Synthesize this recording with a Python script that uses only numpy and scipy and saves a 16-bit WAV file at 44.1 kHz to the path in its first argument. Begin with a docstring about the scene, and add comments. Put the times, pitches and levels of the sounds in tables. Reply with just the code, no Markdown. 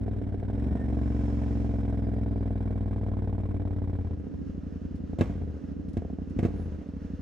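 """On the road, microphone at the rider's chest: a V-twin motorcycle passes a car on a closed throttle,
drops to idle with the clutch pulled and rolls along a tanker lorry; barks mark three downshift blips.
Unevenly spaced firings are pulses that ring resonant filters; gas rasp and crackle are gated noise,
ringing metal and pipes are decaying sines, gear whines and a faint squeal are sines,
and lever clicks are noise bursts. Behind lie coloured noise for tyres, car, lorry and a little wind."""
import sys
import numpy as np
from scipy import signal
from scipy.fft import rfft, irfft, next_fast_len
from scipy.io import wavfile
from scipy.ndimage import uniform_filter1d

SR = 44100
rng = np.random.default_rng(int(sys.argv[2]) if len(sys.argv) > 2 else 0)


def materialize(psi):
    """Save the field psi as 16-bit PCM at rate SR to the path in sys.argv[1].

    A 1-D psi becomes a single channel; in a 2-D psi each row is a channel.
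    """
    bounded = np.clip(np.atleast_2d(psi).T, -1, 1)
    quanta = np.round(bounded * 32767).astype(np.int16)
    wavfile.write(sys.argv[1], SR, quanta)


N = 317961
TIME = np.arange(N) / SR  # s
CRUISE_HZ = 21  # four-stroke cycles per second at which the engine levels are stated


def engine(speed, cycles):
    """The V-twin at close range: suction, idle pops, steep fronts, gas rasp and knocking metal per firing."""
    times, cylinder = firings(cycles, jitter_s=.00004)
    scatter_db = spread(.8, count=len(times))  # firings differ a little in strength
    idling = idle_share(speed)
    rasp_db = loudness((-60.5, 0.67, -3.5), speed)
    pulses = suction(speed, times, cylinder, scatter_db, idling)
    pops = idle_pops(times, cylinder, scatter_db, idling)
    front = fronts(speed, times, cylinder, idling)
    metal = clatter(times, undb(rasp_db - 1.5) * (1 - idling))  # a little below the rasp
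    return pulses + pops + front + gas_rasp(times, rasp_db) + metal


# Engine speed while the wheel drives it: [t/s, four-stroke cycles per second/Hz]
IN_GEAR_SPEED = [(0, 20.34), (.3, 18.55), (.45, 18.99), (.65, 23.26), (1, 22.72), (2, 21.04), (3, 19.35),
                 (3.959, 17.64)]
# Throttle blips: [t/s, rise/s, gain in cycles per second/Hz, coast/s]
THROTTLE_BLIPS = [(5.167, .072, 8.61, .759), (5.913, .115, 2.0, .385), (6.33, .139, 8.17, .769)]
IDLE_HZ, COAST_S, COAST_BEND = 10.725, .829, 1.458  # cycles per second, time to idle, bend of the fall


def engine_speed():
    """Cycles per second: held by the wheel, then coasting to idle; each blip spins it up and it coasts again."""
    def coast(start, length):
        # falls fast at first
        return np.clip(1 - (TIME - start) / length, 0, 1) ** COAST_BEND
    release_s = IN_GEAR_SPEED[-1][0]
    speed = IDLE_HZ + (curves(IN_GEAR_SPEED)[0] - IDLE_HZ) * coast(release_s, COAST_S)
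    for start, rise, gain, length in THROTTLE_BLIPS:
        spin_up = np.clip((TIME - start) / rise, 0, 1)
        speed = speed + gain * spin_up * coast(start + rise, length)
    return speed


FIRST_FIRING, VEE_GAP = .25, 270 / 720  # in cycles


def firings(cycles, jitter_s):
    """Times of all firings and their cylinder: the second follows after 270 degrees, then 450 of rest."""
    count = np.arange(2 * int(cycles[-1] + 1))
    cylinder = count % 2
    due = count // 2 + FIRST_FIRING + VEE_GAP * cylinder
    times = np.interp(due, cycles, TIME, right=TIME[-1] + 1)
    return times + jitter_s * rng.standard_normal(len(times)), cylinder


def clutch():
    """0 in gear, 1 with the lever pulled."""
    pull_s, takes_s = 4.15, .04
    return np.clip((TIME - pull_s) / takes_s + .5, 0, 1)


def cracked():
    """1 while the throttle is just open, 0 once it is shut."""
    shut_s = 0.884
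    return np.clip((shut_s - TIME) / 0.06 + .5, 0, 1)


def idle_share(speed):
    """Idle firing takes over at low speed, clutch pulled; a wavering share pops on the cracked throttle."""
    catch_hz, catch_range_hz = 14.24, 0.48  # cycles per second
    idling = clutch() * (1 + np.tanh((catch_hz - speed) / (2 * catch_range_hz))) / 2
    popping = np.minimum(0.14 * undb(3 * walk(30)), 1)
    return idling + popping * cracked()


def loudness(law, speed):
    """Level in dB of a part of the engine sound: in gear at CRUISE_HZ, rise per Hz, change clutch pulled."""
    cruise_db, db_per_hz, free_db = law
    return cruise_db + db_per_hz * (speed - CRUISE_HZ) + free_db * clutch()


# Exhaust resonances on a closed throttle in gear: [f/Hz, level/dB]
OVERRUN_RESONANCES = [(20, -36), (40, -3), (62, 7), (95, 4), (125, -3), (155, -6), (178, -13.5), (210, -4),
                      (240, -6), (258, -11), (292, -6), (335, -29), (390, -15.5), (450, -22), (570, -36.5),
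                      (700, -33), (1150, -56), (9000, -135)]
# Exhaust resonances while the engine spins down freely: [f/Hz, level/dB]
COASTING_RESONANCES = [(25, -43), (40, -9), (55, 7), (72, 8), (88, 4), (105, -10), (135, -0.5), (165, -7.5),
                       (215, -2.5), (260, -12.5), (295, -5), (335, -24), (450, -16.5), (580, -30.5),
                       (900, -43.5), (9000, -130)]


def suction(speed, times, cylinder, scatter_db, idling):
    """Closed throttle: hollow suction pulses return from the pipe end; coasting, a smooth falling hum."""
    lead_s, echo_ms, echo_share = 0.00068, 10.53, 0.43
    # each suck starts just before the steep front, loosely timed with the clutch pulled
    looseness_s = .0004 * np.interp(times, TIME, clutch())
    sucks = times - lead_s + looseness_s * rng.standard_normal(len(times))
    size = undb(scatter_db - 1.5 * (cylinder - .5))  # the second cylinder sucks less
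    pulses = train(sucks, size)
    # the pipe gives back the lows of each pulse
    echo = colour(train(sucks + echo_ms / 1000, size), [(300, -0.5), (600, -5.5), (1200, -18.5)])
    pulses = (pulses + echo_share * echo) * (1 - idling)
    overrun_gain = undb(loudness((-23.5, 0.18, -0.39), speed)) * (1 - clutch())
    overrun = -play(pulses * overrun_gain, ring(OVERRUN_RESONANCES))
    hum = -play(pulses * undb(-26.5) * clutch(), ring(COASTING_RESONANCES))
    return body(overrun, speed) + hum


def body(pulses, speed):
    """Faster running gives the suction pulses more body in the low middle."""
    db_per_hz, from_hz = 1.62, 17.06  # growth, and the cycles per second where it is neutral
    middle = colour(pulses, [(185, -24), (220, -1), (265, 0), (300, -14), (340, -30)])
    growth_db = db_per_hz * np.maximum(speed - from_hz, -1)
    return pulses + middle * (undb(growth_db) - 1)


# Exhaust resonances at idle: [f/Hz, level/dB]
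IDLE_RESONANCES = [(25, -41.5), (50, 0), (72, 6.5), (86, 8), (100, -1), (120, -9.5), (150, -2.5),
                   (180, 2.5), (235, -0.5), (285, 1), (335, -20), (450, -16), (600, -40.5), (1000, -49),
                   (9000, -125)]


def idle_pops(times, cylinder, scatter_db, idling):
    """Idle: short, even pops ring the exhaust, the second cylinder 3 dB stronger."""
    pop = undb(scatter_db - 3.0 * (2.5 - cylinder))
    return play(train(times, pop) * undb(-20) * idling, ring(IDLE_RESONANCES))


# Resonances set off by the steep front of a pulse: [f/Hz, level/dB]
FRONT_RESONANCES = [(100, -33.5), (335, 8), (390, 11.5), (455, 11), (570, -1), (690, 8), (800, -4),
                    (920, -11), (1090, -17.5), (1270, -34.5), (1600, -18), (2250, -40), (3700, -50),
                    (12000, -78)]
# Level of the pulse fronts along the ride: [t/s, level/dB]
FRONT_LEVEL_IN_TIME = [(.8, 0), (1.15, -3.5), (1.6, -4), (2.2, -3), (2.7, 0), (3.15, 3), (3.9, 1)]


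def fronts(speed, times, cylinder, idling):
    """Each firing starts with a front, steeper on some than on others, that snaps and rings the headers."""
    full_hz, fade_db_per_hz = 21.2, 3  # below this speed the front flattens
    steep = undb(spread(5.0, count=len(times)) - 1.7 * cylinder)
    front_db = loudness((-29.5, -0.061, -2), speed) + curves(FRONT_LEVEL_IN_TIME)[0]
    front_db = front_db - fade_db_per_hz * np.maximum(full_hz - speed, 0)
    # flatter at idle and on a cracked throttle
    flatter_db = -25 * idling * clutch() - 7 * cracked()
    snap = -play(train(times, steep) * undb(front_db + flatter_db), ring(FRONT_RESONANCES))
    # against the front, the header ring grows as the engine slows
    header_gain = undb(front_db + 1.5 * (CRUISE_HZ - speed)) * (1 - clutch()) * (1 - cracked())
    return snap + headers(times, cylinder, header_gain)


# Ring of each cylinder's header pipe: [f/Hz, level/dB against the front, t60/s]
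HEADER_PIPES = [(792, -10, 0.021), (1056, -16, 0.022)]


def headers(times, cylinder, gain):
    """A sharp front rings each cylinder's own header pipe as a decaying sine."""
    size = undb(spread(4.5, count=len(times)))
    return -sum(play(train(times, size * (cylinder == k)) * gain, modes([mode]))
                for k, mode in enumerate(HEADER_PIPES))


# Colour of the gas noise of every firing: [f/Hz, level/dB]
RASP_COLOUR = [(150, 2), (450, 10.5), (750, 5), (1000, -0.5), (1270, -7.5), (1600, -4), (2250, -9),
               (2600, -15.5), (3700, -18), (4500, -28), (5400, -26.5), (7000, -33), (8200, -23),
               (10500, -56.5)]


def gas_rasp(times, rasp_db):
    """Gas rushes out in two close bursts after each firing and dies away in the rest, over a steady floor."""
    attack_s, decay_s = 0.0011, 0.012
    gas = undb(spread(2.5, count=len(times)))
    bursts = train(times, gas) + .5 * train(times + 0.0012, gas)
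    gate = play(bursts, fade(decay_s) - fade(attack_s)) + 0.17
    return gated(gate / gate.std() * undb(rasp_db), RASP_COLOUR, side_db=-6.0)


# Ring of the engine's metal: [f/Hz, level/dB, t60/s]
ENGINE_METAL = [(1522, 1.5, 0.034), (2290, -4, 0.042), (3250, -10.5, 0.022), (3820, -9.5, 0.023),
                (4070, -21.5, 0.14), (5400, -15.5, 0.024)]


def clatter(times, gain):
    """Each firing knocks the engine's metal, every mode a little late and with a strength of its own."""
    sound = 0
    for mode in ENGINE_METAL:
        late = times + .005 * rng.random(len(times))
        size = undb(spread(8, count=len(times)))
        sound = sound + play(train(late, size) * gain, modes([mode]))
    return sound


# Barks in the throttle blips: full firings, and at 5.268 s a weak afterburn in the pipe: # [t/s, thump
# level/dB, length of the push/s, crack level/dB, crack decay/s]
BLIP_BARKS = [(5.187, -19.5, 0.00073, -39, 0.016), (5.2097, -14.5, 0.000052, -28, 0.0077),
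              (5.268, -27.5, 0.00098, -60, 0.0084), (5.969, -18.5, 0.00064, -39, 0.0068),
              (6.389, -18, .0005, -35.5, 0.0079), (6.429, -20.5, 0.00035, -41, 0.017),
              (6.4503, -17, 0.00022, -41, 0.0086)]
# Exhaust resonances on a strong firing: [f/Hz, level/dB]
BARK_RESONANCES = [(25, -36), (55, -2.5), (90, 21.5), (145, 5), (255, 17), (305, -2), (360, -3.5),
                   (470, 9.5), (570, -20), (700, 6.5), (830, -29), (1400, -50.5), (4000, -79), (12000, -79)]
# The pipe rings on after a strong firing: [f/Hz, level/dB, t60/s]
PIPE_RING = [(174, -8, 0.13), (242.5, -21.5, 0.1), (333, -1.5, 0.067), (468, -14.5, 0.075),
             (696, -31.5, 0.17), (1133, -28.5, 0.16), (1654, -19.5, 0.048), (2060, -43, 0.032),
             (2180, -42, 0.026), (2645, -21.5, 0.063), (3715, -25.5, 0.034)]
# Colour of the crack of a strong firing: [f/Hz, level/dB]
CRACK_COLOUR = [(300, -21), (520, 17), (730, 10), (860, 2), (1100, -0.5), (1420, -5), (1670, -3),
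                (1850, -4.5), (2100, -1), (2750, -9), (3100, -10), (4800, -18.5), (8300, -22.5),
                (9700, -35.5), (12000, -30.5), (16000, -39)]


def barks(crack_rise_s=0.00043, scatter=0.085, scatter_s=0.098, return_ms=8.7, return_share=0.089):
    """A strong firing thumps and rings the hot pipe, returns from its end; crackling gas scatters off the road."""
    pulses, gate = 0, 0
    for s, thump_db, push_s, crack_db, crack_s in BLIP_BARKS:
        hit = train(np.array([s]), np.ones(1))
        back = train(np.array([s + return_ms / 1000]), np.array([return_share]))
        push = fade(push_s) / fade(push_s).sum()
        pulses = pulses + undb(thump_db) * play(hit + back, push)
        burst = fade(crack_s) - fade(crack_rise_s) + scatter * fade(scatter_s)
        gate = gate + undb(crack_db) * play(hit, burst)
    thump = -play(pulses, ring(BARK_RESONANCES)) - undb(-2.0) * play(pulses, modes(PIPE_RING))
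    crackle = undb(3.5 * walk(1500))  # burning gas flickers fast
    return thump + gated(gate * crackle, CRACK_COLOUR, side_db=-7.0)


# Stray firings that catch on an almost closed throttle: [t/s, front level/dB, thump level/dB]
STRAY_FIRINGS = [(.080, -24, -43), (0.216, -30, -27), (.266, -39, -30.5), (0.343, -29, -40.5),
                 (.428, -26.5, -25), (.499, -26, -48.5), (.547, -48.5, -38.5), (0.664, -35.5, -29.5),
                 (0.717, -40, -21), (.754, -27, -25), (0.814, -34.5, -27), (4.268, -39.5, -29),
                 (4.341, -45, -27), (5.132, -32, -37), (5.297, -34.5, -25.5), (5.42, -35, -33),
                 (5.638, -54, -37), (6.021, -31, -45.5), (6.049, -33, -32.5), (6.1, -33.5, -37),
                 (6.128, -40.5, -30.5), (6.186, -34, -36.5), (6.364, -52, -21)]


def strays():
    """A stray firing is a steep front and a round thump, each of its own strength."""
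    times, front_db, thump_db = np.transpose(STRAY_FIRINGS)
    front = -play(train(times, undb(front_db)), ring(FRONT_RESONANCES))
    thump = play(train(times, undb(thump_db)), ring(IDLE_RESONANCES))
    return front + thump


# Gear whines, each swelling and fading: [level/dB, loudest at t/s, half length/s]
WHINE_SWELLS = [(-65, 1.3, .35), (-61, .79, .075), (-82.5, 1.65, 1.1)]
WHINE_MULTIPLES = (47, 79, 235)  # whine pitch in multiples of the cycle rate


def gear_whine(cycles, waver_per_multiple=.007):
    """Thin sines locked to the engine while the wheel loads the gears; the higher ones waver more."""
    whines = 0
    for multiple, (db, s, half) in zip(WHINE_MULTIPLES, WHINE_SWELLS):
        waver = waver_per_multiple * multiple * walk(150)  # radians
        tone = np.sin(2 * np.pi * multiple * cycles + waver)
        whines = whines + tone * undb(db + 3 * walk(40)) * swell(s, half)
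    return whines * (1 - clutch())


# Clutch and gear lever clicks: [t/s, level/dB]
LEVER_CLICKS = [(4.192, -78), (4.25, -84), (4.955, -69.5), (5.886, -68), (5.932, -68), (6.297, -71)]
# Colour of the clicks: [f/Hz, level/dB]
LEVER_COLOUR = [(800, -24), (2500, 6.5), (5500, 3), (7000, -2), (8500, -1), (11000, -3), (14000, -34)]


def levers(decay_s=0.018):
    """Small metal clicks of clutch and gear change: coloured noise that dies away quickly."""
    times, db = np.transpose(LEVER_CLICKS)
    return gated(play(train(times, undb(db)), fade(decay_s)), LEVER_COLOUR, side_db=-6)


def squeal():
    """A brief, faint, very high wavering sine, like a brake pad touching its disc."""
    touch = np.exp(-((TIME - 6.61) / .06) ** 2)
    return np.sin(2 * np.pi * 10297 * TIME + .5 * walk(60)) * undb(-76) * touch


# Rumble of the bike's engine and tyres: [f/Hz, level/dB]
BIKE_ROAD_COLOUR = [(30, -3.5), (100, -1.5), (280, 12.5), (370, 30.5), (470, 27.5), (700, 18.5),
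                    (1200, -4.5), (1700, -1.5), (2700, -13.5), (4000, -13.5), (6000, -19.5), (8500, -40),
                    (9700, -31.5), (12000, -26.5), (15000, -70)]


def bike_rumble(speed):
    """The bike's own tyres hiss on under a rumble that follows the engine: fluttering noise."""
    flutter_db = .9 * walk(30)
    rumble_db = loudness((-51, 0.68, -2), speed)
    rolling = np.hypot(undb(-70.5), undb(rumble_db))  # tyres and rumble add in power
    return noise(BIKE_ROAD_COLOUR, side_db=-16.5) * rolling * undb(flutter_db)


# Road noise of the lorry: [f/Hz, level/dB]
LORRY_COLOUR = [(30, 23.5), (100, 10.5), (280, 19.5), (340, 15.5), (420, 11.5), (480, 18), (800, -4.5),
                (1250, -1), (1780, -2), (2300, -10.5), (2750, -7), (3400, -14), (6300, -16), (7300, -24.5),
                (8500, -27), (9700, -35), (15000, -37.5)]
# The lorry's axles go by: [t/s, level/dB, half length/s]
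LORRY_AXLES = [(4.66, -56, 0.33), (5.273, -56, 0.19), (5.616, -54.5, 0.11), (5.986, -58, 0.082),
               (6.555, -53.5, 0.33), (7.074, -53.5, 0.15)]


def lorry():
    """The lorry alongside: road noise that comes up once and swells at each axle, adding in power."""
    from_s, rise_s = 3.92, 0.26
    flutter_db = 1.1 * walk(24)
    alongside = undb(-55) * (1 + np.tanh((TIME - from_s) / rise_s)) / 2
    axle_power = sum((undb(db) * swell(s, half)) ** 2 for s, db, half in LORRY_AXLES)
    near = np.sqrt(alongside ** 2 + axle_power)
    return noise(LORRY_COLOUR, side_db=-9.0) * near * undb(flutter_db)


# Hiss of the overtaken car's tyres: [f/Hz, level/dB]
CAR_COLOUR = [(200, 4.5), (900, 4), (1700, -3.5), (2700, -3), (4000, -12), (5300, -8.5), (6600, -12),
              (7300, -16.5), (8400, -18.5), (9700, -31), (11500, -22), (15000, -52)]


def passing_car(car_db=-61, abreast_s=1.39, half_s=0.39):
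    """The car's tyres swell and fade as its wheels go by."""
    return noise(CAR_COLOUR, side_db=-4.0) * undb(car_db) * swell(abreast_s, half_s)


def wind():
    """A little wind buffets the microphone: wide low noise in slow gusts."""
    gusts_db = -52 + 3 * walk(5)
    outline = [(15, -27.0), (35, -14.5), (90, -9.0), (300, 1.0), (1500, -88.0), (9000, -120)]
    return noise(outline, side_db=4.5) * undb(gusts_db)


# Level of the left microphone port minus the right: [f/Hz, level/dB]
PORT_LEVELS = [(60, 3), (95, 2.4), (150, -2), (230, -4), (550, -3.6), (900, -2.6), (2000, -1), (8000, -2)]
# Lead of the left microphone port over the right: [f/Hz, phase/rad]
PORT_LEADS = [(45, 0), (100, -.45), (130, -.65), (152, -1.05), (195, -.4), (260, -.22), (360, -.7),
              (460, .05), (700, -.4), (900, -.9), (1050, -1.9), (1250, 1.9), (1450, 1.3), (2000, 0),
              (2500, -.7), (2900, .3), (4200, -.3), (4700, 1), (7000, 1.2), (7700, 0)]


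def ports(sound):
    """The two microphone ports differ in level and phase by frequency; a large lead also lifts both."""
    size = next_fast_len(N + 4096, True)
    hz, radians = np.transpose(PORT_LEADS)
    lead = np.tan(np.interp(np.arange(size // 2 + 1) * SR / size, hz, radians) / 2)
    heard = []
    for ear, sign in zip(sound, (1, -1)):
        level = shape([(f, sign * db / 2) for f, db in PORT_LEVELS], size)
        heard.append(irfft(rfft(ear, size) * (1 + sign * 1j * lead) * level, size)[:N])
    return np.array(heard)


def undb(db):
    """Decibels to gain."""
    return 10 ** (np.asarray(db) / 20)


def curves(table):
    """Each column of a table, joined by straight lines in time."""
    s, *columns = np.transpose(table)
    return [np.interp(TIME, s, c) for c in columns]


def shape(points, size):
    """Gain of a (f/Hz, level/dB) outline on the bins of a transform, straight over log frequency."""
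    hz, db = np.transpose(points)
    bins_hz = np.arange(size // 2 + 1) * SR / size
    return undb(np.interp(np.log(bins_hz + 1), np.log(hz), db))


def colour(x, points):
    """Filter by an outline, without delay."""
    size = next_fast_len(N + 4096, True)
    return irfft(rfft(x, size) * shape(points, size), size)[..., :N]


def ring(points, size=8192):
    """Causal (minimum-phase) response with the given resonances to one push, peak 1."""
    cepstrum = irfft(np.log(shape(points, size)))
    # fold the cepstrum onto positive time
    cepstrum[1:size // 2] *= 2
    cepstrum[size // 2 + 1:] = 0
    response = irfft(np.exp(rfft(cepstrum)))[:size // 2]
    return response / np.abs(response).max()


def modes(table):
    """Ring of a struck body: decaying sines from (f/Hz, level/dB, t60/s)."""
    return sum(undb(db) * np.sin(2 * np.pi * hz * TIME[:SR // 2]) * fade(t60 / np.log(1000))
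               for hz, db, t60 in table)


def play(pulses, response):
    """Every pulse sets off the response."""
    return signal.fftconvolve(pulses, response)[:N]


def train(times, sizes):
    """Pulses of given sizes at given times."""
    return np.bincount(np.clip(times * SR, 0, N).astype(int), sizes, N + 1)[:N]


def fade(seconds):
    """Exponential decay with this time constant."""
    return np.exp(-TIME[:SR // 2] / seconds)


def swell(centre_s, half_s):
    """Gain that rises to 1 and falls again, at one half half_s from the centre."""
    return 1 / (1 + ((TIME - centre_s) / half_s) ** 4)


def spread(db, count):
    """Random levels within plus or minus db."""
    return db * (2 * rng.random(count) - 1)


def walk(rate):
    """Smooth chance with a spread of 1, rate new values a second."""
    k = int(SR / rate)
    steps = np.repeat(rng.standard_normal(N // k + 1), k)
    wander = uniform_filter1d(uniform_filter1d(steps, k), k)[:N]
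    return wander / wander.std()


def stereo(mid, side, side_db):
    """Left and right from the middle and a side signal at its own level."""
    return mid + undb(side_db) * side * np.array([[1], [-1]])


def noise(points, side_db):
    """Coloured stereo noise, its middle of rms 1."""
    mid, side = colour(rng.standard_normal((2, N)), points)
    return stereo(mid, side, side_db) / mid.std()


def gated(gate, points, side_db):
    """Bursts of turbulence, coloured by the passage they leave through."""
    mid, side = colour(rng.standard_normal((2, N)) * gate, points)
    return stereo(mid, side, side_db) / np.sqrt(np.mean(shape(points, size=8192) ** 2))


def scene():
    """The bike and the road; the deep bass leans left, the body of the exhaust right."""
    speed = engine_speed()
    cycles = np.cumsum(speed) / SR
    bike = engine(speed, cycles) + barks() + strays() + gear_whine(cycles) + levers() + squeal()
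    background = bike_rumble(speed) + lorry() + passing_car() + wind()
    return ports(bike + background)


def record(dry):
    """The camera cuts the top: a steep elliptic low-pass at 15.7 kHz."""
    return signal.sosfilt(signal.ellip(8, .2, 70, 15700, fs=SR, output="sos"), dry)


dry = scene()
out = record(dry)
materialize(out)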